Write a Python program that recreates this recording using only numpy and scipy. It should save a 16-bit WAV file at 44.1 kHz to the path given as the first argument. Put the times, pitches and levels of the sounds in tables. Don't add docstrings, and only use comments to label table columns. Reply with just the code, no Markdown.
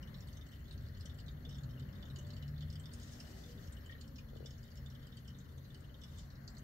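import sys
import numpy as np
from scipy import signal
from scipy.fft import rfft, irfft
from scipy.io import wavfile
from scipy.ndimage import uniform_filter1d

SR = 44100
rng = np.random.default_rng(int(sys.argv[2]) if len(sys.argv) > 2 else 0)


def dump(signal):
    limited = np.clip(np.atleast_2d(signal).T, -1, 1)
    pcm = np.round(limited * 32767).astype(np.int16)
    wavfile.write(sys.argv[1], SR, pcm)


def boost_factor(decibels):
    exponent = np.asarray(decibels, float) / 20
    return 10 ** exponent


N = 292705
TIME = np.arange(N) / SR
FREQ = np.maximum(np.fft.rfftfreq(N, 1 / SR), 1)

# f [Hz], coherence [-1 to 1]
PORT_COHERENCE = [(25, 0.95), (60, 1), (130, 0.96), (290, 0.79), (640, 0), (1410, -0.09), (3100, 0),
                  (6820, 0.04), (15000, 0)]
# f [Hz], left minus right [dB]
PORT_LEAN = [(60, 1), (110, 2), (200, 0), (380, 3), (700, 2), (1290, 9.5), (2380, 13.5), (4400, 4),
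             (8120, -3), (11000, 13), (15000, -2)]
# f [Hz], level [dB per Hz]
RUMBLE_SPECTRUM = [(11, -38), (18, -25), (24, -15.5), (35, -11), (59, -1.5), (70, -0.5), (87, 0),
                   (103, -5.5), (120, -6.5), (140, -5), (167, -9.5), (227, -9.5), (340, -22.5), (440, -40),
                   (750, -120)]
# f [Hz], level [dB per Hz]
ROAD_SPECTRUM = [(180, -16.5), (300, -1), (343, -29), (381, 0.5), (428, -7), (568, -3), (709, -10),
                 (870, -14), (1880, -12), (2080, -16), (2230, -22.5), (2500, -27.5), (3250, -22.5),
                 (5500, -120)]
# f [Hz], level [dB per Hz]
AIR_SPECTRUM = [(2100, -34), (2620, -12.5), (3100, -20.5), (3880, -7), (4260, 4.5), (5050, -10),
                (6350, -6.5), (7620, -14.5), (8600, -28), (9600, -19), (11000, -20.5)]
# t [s], level [dB]
TRAFFIC_LEVEL = [(0, -52.5), (0.7, -51), (2.3, -50.5), (3.3, -53), (3.8, -53), (5.8, -54), (6.5, -52.5)]
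# t [s], half width [s], swell [dB]
CAR_PASSES = [
    (0.1, 0.29, 2.5),
    (1.5, 0.21, 0.5),
    (2.1, 0.36, 3),
    (3.3, 0.55, 3),
    (6.15, 0.088, 1),
]
# t [s], f [Hz], level [dB]
START_OFF_ORDER = [
    (1.55, 126.5, -51),
    (1.8, 125.7, -51.5),
    (2.05, 127.6, -62),
]
# t [s], f [Hz], level [dB]
PULL_AWAY_ORDER = [
    (2.05, 132, -50.5),
    (2.698, 151.2, -46.5),
    (2.95, 150, -59.5),
]
# t [s], f [Hz], level [dB]
LONG_DRONE = [(0, 142.8, -68), (.4, 142, -62.5), (1.2, 142, -62), (1.36, 141.9, -52.5), (1.8, 141.4, -52),
              (2.05, 140.9, -77), (3.8, 136.4, -68), (4.2, 135.6, -61.5), (4.9, 133.9, -60),
              (6.0, 133.7, -58.5), (6.64, 134.3, -58.5)]
# start t [s], end t [s], start f [Hz], end f [Hz], level [dB]
FAR_ENGINE_ORDERS = [(1.78, 2.02, 190, 190, -59), (2.2, 2.8, 220, 228, -65), (2.88, 3.4, 234, 246, -61.5),
                     (3.25, 3.7, 163, 169, -61), (1.0, 1.9, 250, 250, -67), (4.2, 5.3, 220, 238, -67),
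                     (2.16, 2.43, 585, 588, -69), (3.4, 3.6, 480, 485, -68), (5.0, 5.5, 190, 182, -64),
                     (4.9, 5.75, 462, 460, -78)]
# f [Hz], level [dB]
STRONG_LINES = [(11343, -95), (11579, -94), (11644, -93), (13980, -96), (14104, -90), (14163, -93),
                (14400, -92), (14465, -92), (14524, -94), (14583, -91), (14826, -94), (14944, -93),
                (15305, -96), (15665, -95)]
# f [Hz], level [dB]
LINE_CONTOUR = [(10900, -108), (11200, -101), (11600, -98), (12200, -103), (12900, -106), (13600, -102),
                (14400, -98), (15100, -101), (15750, -100)]
# t [s], whine gain [dB]
LAMP_FACING = [(0, 0), (2.2, 0), (3.3, 2), (4.5, 0.5), (5.5, -1.5), (6.64, -3)]
# f [Hz], level [dB per Hz]
CLOTH_SPECTRUM = [(2300, -9.5), (4700, 0), (6400, 0.5), (8500, -8), (10300, -16.5), (11500, -27),
                  (13200, -11), (14400, -38), (15800, -18)]
# t [s], attack [s], hold [s], release [s], level [dB]
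SLEEVE_STROKES = [
    (2.915, 0.02, 0.19, 0.32, -80),
    (2.954, 0.42, 0.1, 0.28, -77),
    (6.076, 0.1, 0.0088, 0.09, -78.5),
]
# t [s], level [dB], f [Hz]
CASE_KNOCKS = [
    (4.332, -50.5, 475),
    (4.36, -48.5, 450),
    (4.405, -46.5, 432),
    (4.427, -50, 456),
    (4.4505, -50, 448),
]
# t [s], level [dB], f [Hz]
POOL_GULPS = [(0.197, -68, 353), (1.05, -58, 534), (1.468, -55, 430), (1.887, -66, 454), (1.976, -61, 470),
              (2.179, -53, 337), (3.305, -54.5, 322), (4.0, -60, 390), (4.481, -60, 490), (4.508, -58, 467)]
# t [s], level [dB], f [Hz]
BUBBLE_CHIRPS = [
    (3.895, -46, 1853),
    (3.919, -51, 1907),
    (3.9498, -50.5, 1860),
    (4.183, -54, 2477),
]
# f [Hz], width [Hz], level [dB]
PAN_RINGS = [(2970, 210, 10), (3650, 340, 4.5), (4220, 81, -5), (5390, 280, 2.5), (6550, 640, -2.5)]
# f [Hz], width [Hz], level [dB], left minus right [dB]
AIR_CAVITIES = [(3060, 220, 0, 1.5), (3500, 260, 0, -1), (4244, 240, -2, -2), (4900, 300, -2, -2),
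                (5400, 300, -2, -2)]
# t [s], gain [dB]
RIM_SHADE = [(0, -1), (2.9, 4.5), (5.9, 0), (6.2, 4), (6.35, -18), (6.55, -10), (6.64, 8)]
# f [Hz], level [dB]
SPRAY_SPECTRUM = [(2400, -54), (4200, -2), (5400, -5), (6000, -15), (6700, 9), (7500, 4.5), (8100, 15.5),
                  (9600, 5), (12000, -33)]
# t [s], treble reach [ratio of f]
TREBLE_REACH = [(0, 0.98), (2.5, 0.91), (3.0, 0.98), (4.1, 0.87), (4.4, 0.86), (5.9, 0.98), (6.64, 0.83)]
# t [s], level over the spray [dB]
SHIELD_LEVEL = [(0, 2), (1.3, 2), (2.0, -8), (2.4, 10), (2.7, -1), (2.95, 12), (4.0, 24), (4.3, -14),
                (4.7, 6), (5.0, 12), (5.8, 8), (6.0, -10), (6.64, -10)]
# t [s], peak level [dB], upper ring f [Hz], treble over peak [dB]
BOTTOM_DROPS = [(0.027, -48, 5560, -9), (1.057, -42, 5770, -0.5), (1.1867, -50, 4640, -6),
                (1.4925, -50, 5560, -2), (1.797, -49, 4360, 0.5), (2.16, -45, 4550, 0.5),
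                (2.1874, -46, 6360, -1.5), (2.2677, -56.5, 4600, 4), (2.366, -49.5, 4600, 0),
                (2.4246, -47.5, 4150, -5.5), (2.607, -49.5, 4440, -4), (2.755, -49, 4900, -4),
                (2.7973, -48.5, 7900, 2), (2.9991, -52, 4810, 7), (3.09, -52, 5370, 1),
                (3.674, -51.5, 5600, 2), (3.8602, -51, 7100, -4), (4.367, -51, 4460, -1),
                (4.5067, -48, 5390, 2), (4.5792, -60.5, 5640, 6), (4.6304, -56, 4840, 2),
                (4.679, -56, 4970, 0), (4.774, -49, 5100, 3), (4.755, -60, 4960, 3),
                (5.0702, -49.5, 4830, 0.5), (5.17, -48.5, 4600, -4), (5.2792, -49.5, 5390, -5),
                (5.745, -48.5, 4600, -3)]
# t [s], peak level [dB], upper ring f [Hz], treble over peak [dB]
WALL_DROPS = [(0.3701, -50.5, 6200, -7), (1.144, -57, 7400, 0), (1.2815, -47.5, 4450, -15),
              (1.5457, -51.5, 5366, -11), (1.928, -57, 5200, -6), (2.026, -49.5, 4500, -14),
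              (2.2477, -57, 4370, -14), (2.7267, -51.5, 5420, 0.5), (2.857, -46, 5100, -2.5),
              (3.1353, -54, 5440, -4), (4.459, -43, 5370, -3.5), (4.756, -57, 6900, 5),
              (4.8604, -49.5, 7260, -12), (4.9511, -52, 4850, -12), (5.3867, -57, 6500, 7),
              (6.0162, -49, 5500, -4), (6.0364, -46, 5330, -6), (6.1853, -50, 7300, 2),
              (6.193, -50, 4940, 2), (6.176, -57, 7360, -12)]
# t [s], peak level [dB], upper ring f [Hz], treble over peak [dB]
RIM_DROPS = [(0.1826, -55, 4600, -7), (0.206, -48, 5560, 2), (0.2728, -56, 4280, 2),
             (0.3286, -52, 6100, -10), (0.71, -47.5, 4070, -9), (0.7777, -52.5, 6000, -12),
             (0.885, -54, 4730, -4), (1.0091, -47, 5140, -2), (1.201, -50, 4600, -2), (1.635, -50, 4160, 1),
             (1.7095, -58, 5200, -6), (2.3041, -47, 4370, -4), (2.3336, -53, 4600, -2),
             (2.4793, -51.5, 5200, -4), (2.701, -49.5, 5150, -4), (2.9364, -46.5, 5230, 9.5),
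             (3.032, -48.5, 6550, -1), (3.7244, -52.5, 8600, 8), (3.9804, -61, 4540, -18),
             (4.012, -48.5, 4460, 5.5), (4.0774, -56.5, 5440, 1.5), (4.1583, -50.5, 5470, -5),
             (4.7152, -54, 4700, -4), (4.9013, -53.5, 5650, -7), (5.8066, -61, 8000, 5),
             (6.3031, -51, 5660, -10), (6.3552, -52.5, 5700, -12), (6.4775, -41.5, 4660, -3),
             (6.5684, -49.5, 4670, -10)]
# t [s], peak level [dB], upper ring f [Hz], treble over peak [dB]
SPOUT_DROPS = [
    (0.467, -59.5, 5300, 11),
    (3.201, -44, 5350, -2),
    (4.183, -49, 5170, -3),
]
# t [s], peak level [dB], ring f [Hz]
POOL_DROPS = [(0.0737, -55, 3200), (0.143, -47, 3940), (0.4105, -50.5, 3470), (0.533, -55, 2980),
              (0.6544, -59, 3450), (0.6797, -53.5, 4070), (0.8626, -54, 4330), (0.947, -54, 4220),
              (1.095, -50.5, 3560), (1.3698, -62, 3360), (1.4503, -47, 3390), (1.7734, -58, 2780),
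              (2.1, -50, 3830), (2.56, -57.5, 3680), (2.579, -52.5, 4200), (2.915, -51, 4380),
              (3.4362, -54, 3620), (3.7673, -56.5, 3080), (3.8477, -62, 3160), (3.891, -56, 3300),
              (3.9235, -52.5, 3420), (5.0459, -56.5, 3300), (5.1226, -54.5, 3580), (5.346, -56, 3600),
              (5.299, -56.5, 3090), (3.461, -59, 3690), (3.525, -62, 3120), (2.334, -54, 4450),
              (3.336, -57, 4480), (5.649, -53.5, 4000), (5.7033, -56, 3480), (5.839, -57.5, 2820),
              (5.8925, -58, 3080), (5.941, -53, 3380)]
# t [s], peak level [dB], lower ring f [Hz], upper ring f [Hz]
SMALL_DROPS = [(0.307, -63, 3430, 5050), (0.515, -58, 2860, 8000), (0.5924, -59, 2800, 7900),
               (0.835, -74, 4270, 6430), (0.972, -56, 4600, 7000), (0.999, -58, 4420, 5900),
               (1.262, -54, 4030, 6000), (1.313, -60, 4200, 6700), (1.3917, -70, 3420, 6680),
               (1.4246, -62, 4230, 5800), (1.5526, -53, 3400, 5240), (3.016, -52, 6600, 4900),
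               (3.64, -55, 4260, 6410), (3.8082, -60, 4150, 5400), (3.9126, -56, 4210, 5270),
               (4.286, -58, 3430, 5340), (4.4108, -75, 3290, 5390), (5.4896, -61, 3560, 6100),
               (5.579, -56, 3560, 6340), (5.774, -57, 4400, 7900), (6.409, -61, 4200, 5550),
               (6.449, -60, 4200, 6000), (6.503, -59, 7500, 7900), (6.549, -56, 4040, 7700),
               (6.582, -50, 6230, 8000)]
# t [s], peak level [dB], lower ring f [Hz], upper ring f [Hz]
FURTHER_DROPS = [(0.095, -68, 3300, 9150), (0.223, -55, 3460, 5300), (0.284, -51.5, 3350, 9100),
                 (0.487, -54.5, 4300, 8150), (0.692, -66, 4200, 5400), (0.726, -52, 4040, 9300),
                 (1.073, -59, 3480, 5400), (1.118, -63, 3500, 5400), (1.508, -52, 3470, 5300),
                 (1.527, -52, 3600, 5700), (1.583, -51.5, 3400, 6800), (1.826, -62, 4600, 5000),
                 (1.952, -57, 3600, 4470), (2.054, -52.5, 3450, 6600), (2.379, -60, 4500, 7300),
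                 (2.623, -49.5, 3380, 4900), (3.575, -56, 3580, 4460), (3.624, -56, 4300, 5400),
                 (5.403, -55.5, 3650, 7000), (6.135, -60, 3600, 5900), (6.275, -61, 4200, 5600),
                 (6.318, -59, 3920, 5660), (6.486, -60, 4700, 7450), (6.517, -64, 4500, 7400)]

HUM_DB, HUM_FOLLOWS, ROAD_DB, ROAD_FOLLOWS = -62.5, 1, -67, 0.2
PASS_HUM_SHARE, AIR_DB = 0.63, -80
MAINS_HZ, FIZZ_DB = 60.013, -83.5
BRUSH_RANGE_DB = 11
KNOCK_LAG_S, KNOCK_PAN_DB = 0.001, 9
BOTTOM_HZ, WALL_HZ, RIM_HZ, SPOUT_HZ = 3080, 3560, 4300, 2670
RING_SPREAD = 0.029
POOL_UPPER_HZ, POOL_TREBLE_DB, SMALL_TREBLE_DB = 4600, -38, -9.5
LEAD_S, LEAD_RISE_S, LEAD_DB = 0.012, 0.003, -15
LAND_S, BUILD_S = 0.0004, 0.0018
UPPER_DB = 9
SHIELD_HZ, SHIELD_WIDTH_HZ = 9200, 500
GAP_S, GAP_DB = 0.013, 6
TOP_HZ = 15740


def level(x, db):
    return x * boost_factor(db) / np.sqrt(np.mean(x ** 2))


def along(table, hz):
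    table_hz, value = np.transpose(table)
    return np.interp(np.log(hz), np.log(table_hz), value)


def over_time(table, t=TIME):
    return np.interp(t, *np.transpose(table))


def walk(rate):
    k = int(SR / rate)
    held = np.repeat(rng.standard_normal(N // k + 1), k)
    return 1.28 * uniform_filter1d(uniform_filter1d(held, k), k)[:N]


def hump(f, hz, width):
    return 1 / np.sqrt(1 + (2 * (f - hz) / width) ** 2)


def ring(hz, t60, t, phase):
    return np.sin(2 * np.pi * hz * t + phase) * np.exp(-np.log(1000) * t / t60)


def burst(spectrum, db, shape):
    return level(irfft(spectrum) * shape, db) * np.sqrt(np.mean(shape ** 2))


def add(out, s, sound, pan_db):
    i = int(s * SR)
    n = min(sound.shape[-1], N - i)
    pan = boost_factor(np.array([[pan_db], [-pan_db]]) / 2)
    out[:, i:i + n] += (sound * pan)[:, :n]


def diffuse(table, flicker_db, rate):
    like = np.clip(along(PORT_COHERENCE, FREQ), -.9, .995)
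    mid, side = rfft(rng.standard_normal((2, N))) * np.sqrt([1 + like, 1 - like])
    lean_db = along(PORT_LEAN, FREQ) / 2
    lowest, highest = table[0][0], table[-1][0]
    inside = (FREQ > lowest) & (FREQ < highest)
    gain = boost_factor(along(table, FREQ) + np.array([lean_db, -lean_db])) * inside
    both = np.array([mid + side, mid - side]) * gain
    out = 0
    for octave in np.arange(np.log2(lowest), np.log2(highest) + .5, .5):
        share = np.cos(np.pi * np.clip(np.log2(FREQ) - octave, -.5, .5)) ** 2
        out = out + irfft(both * share, N) * boost_factor(flicker_db * walk(rate))
    return out / np.sqrt(np.mean(out.mean(axis=0) ** 2))


def garage():
    traffic_db = over_time(TRAFFIC_LEVEL)
    swing_db = traffic_db - traffic_db.mean()
    pass_db = sum(db * np.exp(-((TIME - s) / width) ** 2) for s, width, db in CAR_PASSES)
    rumble = diffuse(RUMBLE_SPECTRUM, 1.42, 4.02)
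    upper = irfft(rfft(rumble) * (FREQ > 160), N)
    hum_db = HUM_DB + HUM_FOLLOWS * swing_db + PASS_HUM_SHARE * pass_db
    low = (rumble - upper) * boost_factor(traffic_db + 3.0) + upper * boost_factor(hum_db + 9.5)
    road = diffuse(ROAD_SPECTRUM, 1.5, 7) * boost_factor(ROAD_DB + ROAD_FOLLOWS * swing_db + pass_db)
    return low + road + diffuse(AIR_SPECTRUM, 1.0, 32.0) * boost_factor(AIR_DB)


def drone(curve, wobble_db):
    s, hz, db = np.transpose(curve)
    sounds_to_end = (s[0] <= 0) * (s[-1] * SR > N - 9)
    fade = np.clip(np.minimum(TIME - s[0], s[-1] - TIME) / 0.089 + sounds_to_end, 0, 1)
    wavering_hz = np.interp(TIME, s, hz) * (1 + .004 * walk(9))
    phase = 2 * np.pi * np.cumsum(wavering_hz) / SR
    gain = boost_factor(np.interp(TIME, s, db) + wobble_db * walk(11))
    return np.sqrt(2) * fade * gain * np.sin(phase) * boost_factor([[.6], [-.6]])


def engines():
    out = drone(START_OFF_ORDER, 2.5) + drone(PULL_AWAY_ORDER, 2.2) + drone(LONG_DRONE, 3.2)
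    for start, end, start_hz, end_hz, db in FAR_ENGINE_ORDERS:
        out += drone([(start, start_hz, db), (end, end_hz, db)], 1.5)
    return out


def whine():
    order = np.arange(182, 263)
    db = along(LINE_CONTOUR, order * MAINS_HZ) + 1.5 + 3 * rng.standard_normal(len(order))
    for hz, line_db in STRONG_LINES:
        db[np.argmin(abs(order * MAINS_HZ - hz))] = line_db + 3
    phase = 2 * np.pi * rng.random((2, len(order)))
    knots = np.linspace(0, 6.64, 12)
    slow = np.array([np.interp(TIME, knots, rng.standard_normal(12)) for _ in range(9)])
    out = np.zeros((2, N))
    for k, multiple in enumerate(order):
        line = np.exp(2j * np.pi * multiple * MAINS_HZ * TIME) * boost_factor(db[k] + 2.0 * slow[k % 9])
        out += np.imag(line * np.exp(1j * phase[:, k:k + 1]))
    facing = boost_factor([[-8], [3.2]] + over_time(LAMP_FACING))
    return out * np.sqrt(2) * facing + diffuse(LINE_CONTOUR, 3.1, 12.0) * boost_factor(FIZZ_DB)


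def sleeve():
    stroke = 0
    for s, attack, hold, release, db in SLEEVE_STROKES:
        shape = np.interp(TIME, np.cumsum([s, attack, hold, release]), [0, 1, 1, 0])
        stroke = stroke + boost_factor(db - BRUSH_RANGE_DB * (1 - shape)) * (shape > 0)
    return diffuse(CLOTH_SPECTRUM, 2.2, 44) * boost_factor(2.0 * walk(90)) * stroke * boost_factor(8.0)


def knocks():
    out, t = np.zeros((2, N)), np.arange(2048) / SR
    late = np.maximum(t - KNOCK_LAG_S, 0)
    swell = (late / 0.0022) ** 2 * np.exp(2 - late / 0.00097)
    for s, db, hz in CASE_KNOCKS:
        push = ring(1.14 * hz, 0.0078, t, 0)
        case = ring(0.92 * hz, 0.023, late, 0) * swell * 1.6 + 0.24 * ring(hz, 0.1, late, 0)
        add(out, s - 0.001, boost_factor(db + 4) * np.array([case, push]), KNOCK_PAN_DB)
    return out


def gulps():
    out, t = np.zeros((2, N)), np.arange(4096) / SR
    onset = 1 - np.exp(-t / 0.0032)
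    for s, db, hz in POOL_GULPS:
        add(out, s, boost_factor(db + 7) * ring(hz * (1 + 4 * t), 0.045, t, 0)[None] * onset, 3)
    return out


def plops():
    out, t = np.zeros((2, N)), np.arange(4096) / SR
    onset = 1 - np.exp(-t / 0.0013)
    for s, db, hz in BUBBLE_CHIRPS:
        pair = ring(hz, 0.041, t, 0) + 0.17 * ring(1.2 * hz, 0.051, t, 7 * rng.random())
        add(out, s, boost_factor(db) * pair[None] * onset, 2.5)
    return out


def drops(events):
    out, t = np.zeros((2, N)), np.arange(2048) / SR
    f = np.maximum(np.fft.rfftfreq(len(t), 1 / SR), 1)
    since = np.maximum(t - LEAD_S, 0)
    lead_in = boost_factor(LEAD_DB) * np.exp(-abs(t - LEAD_S) / LEAD_RISE_S)
    late = np.maximum(since / BUILD_S * np.exp(1 - since / BUILD_S), lead_in)
    strike_shape = since / 0.0015 * np.exp(1 - since / 0.0014)
    for s, db, low_hz, high_hz, treble_db in events:
        noise, chance = rfft(rng.standard_normal((5, len(t)))), rng.random(3)
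        slow = 0.0017 * (0.39 + chance[0])
        landing = 1.483 * (1 - np.exp(-since / LAND_S)) * np.exp(-since / (1.77 * slow))
        swell = np.maximum(landing, lead_in)

        lean_db = np.interp(low_hz, [3100, 4200], [1.6, -1.2])
        low, high = hump(f, low_hz, 436) ** 2, hump(f, high_hz, 580) ** 2
        high_over_low_db = treble_db + UPPER_DB
        low_db = -10 * np.log10(1 + boost_factor(high_over_low_db) ** 2)
        splat = burst(noise[0] * low * boost_factor([[lean_db], [-lean_db]]), low_db - 1.0, late)
        splat += burst((0.61 * noise[0] + 0.5 * noise[3:]) * high, low_db + high_over_low_db, swell)

        strike = level(irfft(noise[2] * hump(f, 4980, 3200) ** 2), -8) * strike_shape
        bubble = boost_factor(-12.0) * ring(low_hz * (0.61 + 1.4 * since), 0.046, since, 7 * chance[1])
        bubble *= 1 - np.exp(-since / 0.00085)

        reach = over_time(TREBLE_REACH, s) * (0.88 + 0.14 * chance[2])
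        shield = 1 + boost_factor(3 + over_time(SHIELD_LEVEL, s)) * hump(f, SHIELD_HZ, SHIELD_WIDTH_HZ) ** 2
        spray_colour = boost_factor(along(SPRAY_SPECTRUM, f / reach)) * shield
        spray = burst((0.83 * noise[1] + noise[3:]) * spray_colour, treble_db - 5, swell ** 0.67)
        sound = boost_factor(db - 10.5) * (strike + splat + bubble + spray)
        add(out, max(s - .0004 - LEAD_S, 0), sound, -2.5)
    return out


def spatter(count=1300):
    parts_hz = (BOTTOM_HZ, WALL_HZ, WALL_HZ, RIM_HZ)
    rows = []
    for when, size, part, pitch, detune in rng.random((count, 5)):
        low_hz = parts_hz[int(4 * part)] * (1 + 0.23 * (detune - .5))
        rows.append((6.62 * when, -75 + 16 * size ** 3, low_hz, 4600 + 4800 * pitch, -16 + 10 * detune))
    return drops(rows)


def drip_list():
    rows = [(s, db, hz, POOL_UPPER_HZ, POOL_TREBLE_DB) for s, db, hz in POOL_DROPS]
    for table in (SMALL_DROPS, FURTHER_DROPS):
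        rows += [(*drop, SMALL_TREBLE_DB) for drop in table]
    parts = ((BOTTOM_DROPS, BOTTOM_HZ), (WALL_DROPS, WALL_HZ), (RIM_DROPS, RIM_HZ), (SPOUT_DROPS, SPOUT_HZ))
    for table, hz in parts:
        for s, db, upper_hz, treble_db in table:
            low_hz = hz * (1 + RING_SPREAD * rng.standard_normal())
            rows.append((s, db, low_hz, upper_hz, treble_db))
    return rows


def underbody(dry, t60, wet_db, modes_db):
    t = np.arange(int(.3 * SR)) / SR
    f = np.fft.rfftfreq(len(t), 1 / SR)
    colour = 1 + sum(boost_factor(modes_db + db) * hump(f, hz, width) ** 2 for hz, width, db in PAN_RINGS)
    tail = irfft(rfft(rng.standard_normal((2, len(t)))) * colour * hump(f, 0, 23000) ** 2, len(t))
    tail *= np.exp(-np.log(1000) * t / t60) * (t > .0015) * boost_factor(GAP_DB / (1 + (t / GAP_S) ** 8))
    tail *= boost_factor(wet_db) / np.sqrt(np.sum(tail ** 2, axis=1, keepdims=True))
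    cavity = 0
    for hz, width, db, pan_db in AIR_CAVITIES:
        peak = signal.iirpeak(hz, hz / width, SR)
        answer = signal.lfilter(*peak, signal.lfilter(*peak, dry))
        cavity = cavity + boost_factor(db + np.array([[pan_db], [-pan_db]]) / 2) * answer
    dry = np.array([np.roll(dry[0], 7), dry[1]])
    heard = cavity + dry + signal.fftconvolve(dry, tail, axes=1)[:, :N]
    bottom = irfft(rfft(heard) * hump(FREQ, BOTTOM_HZ, 1200) ** 2, N)
    return heard + bottom * (boost_factor(over_time(RIM_SHADE)) - 1)


def scene():
    background = garage() + engines() + whine()
    handling = sleeve() + knocks()
    oil = underbody(drops(drip_list()) + spatter() + plops(), t60=0.18, wet_db=-2, modes_db=-1.4)
    return background + handling + gulps() + oil


def top_cut(x):
    return signal.sosfilt(signal.butter(12, 15900, fs=SR, output="sos"), x)


def record(dry):
    low_pass = signal.ellip(8, .2, 70, TOP_HZ, fs=SR, output="sos")
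    mix = signal.sosfilt(low_pass, dry)
    return top_cut(mix)


dry = scene()
out = record(dry)
dump(out)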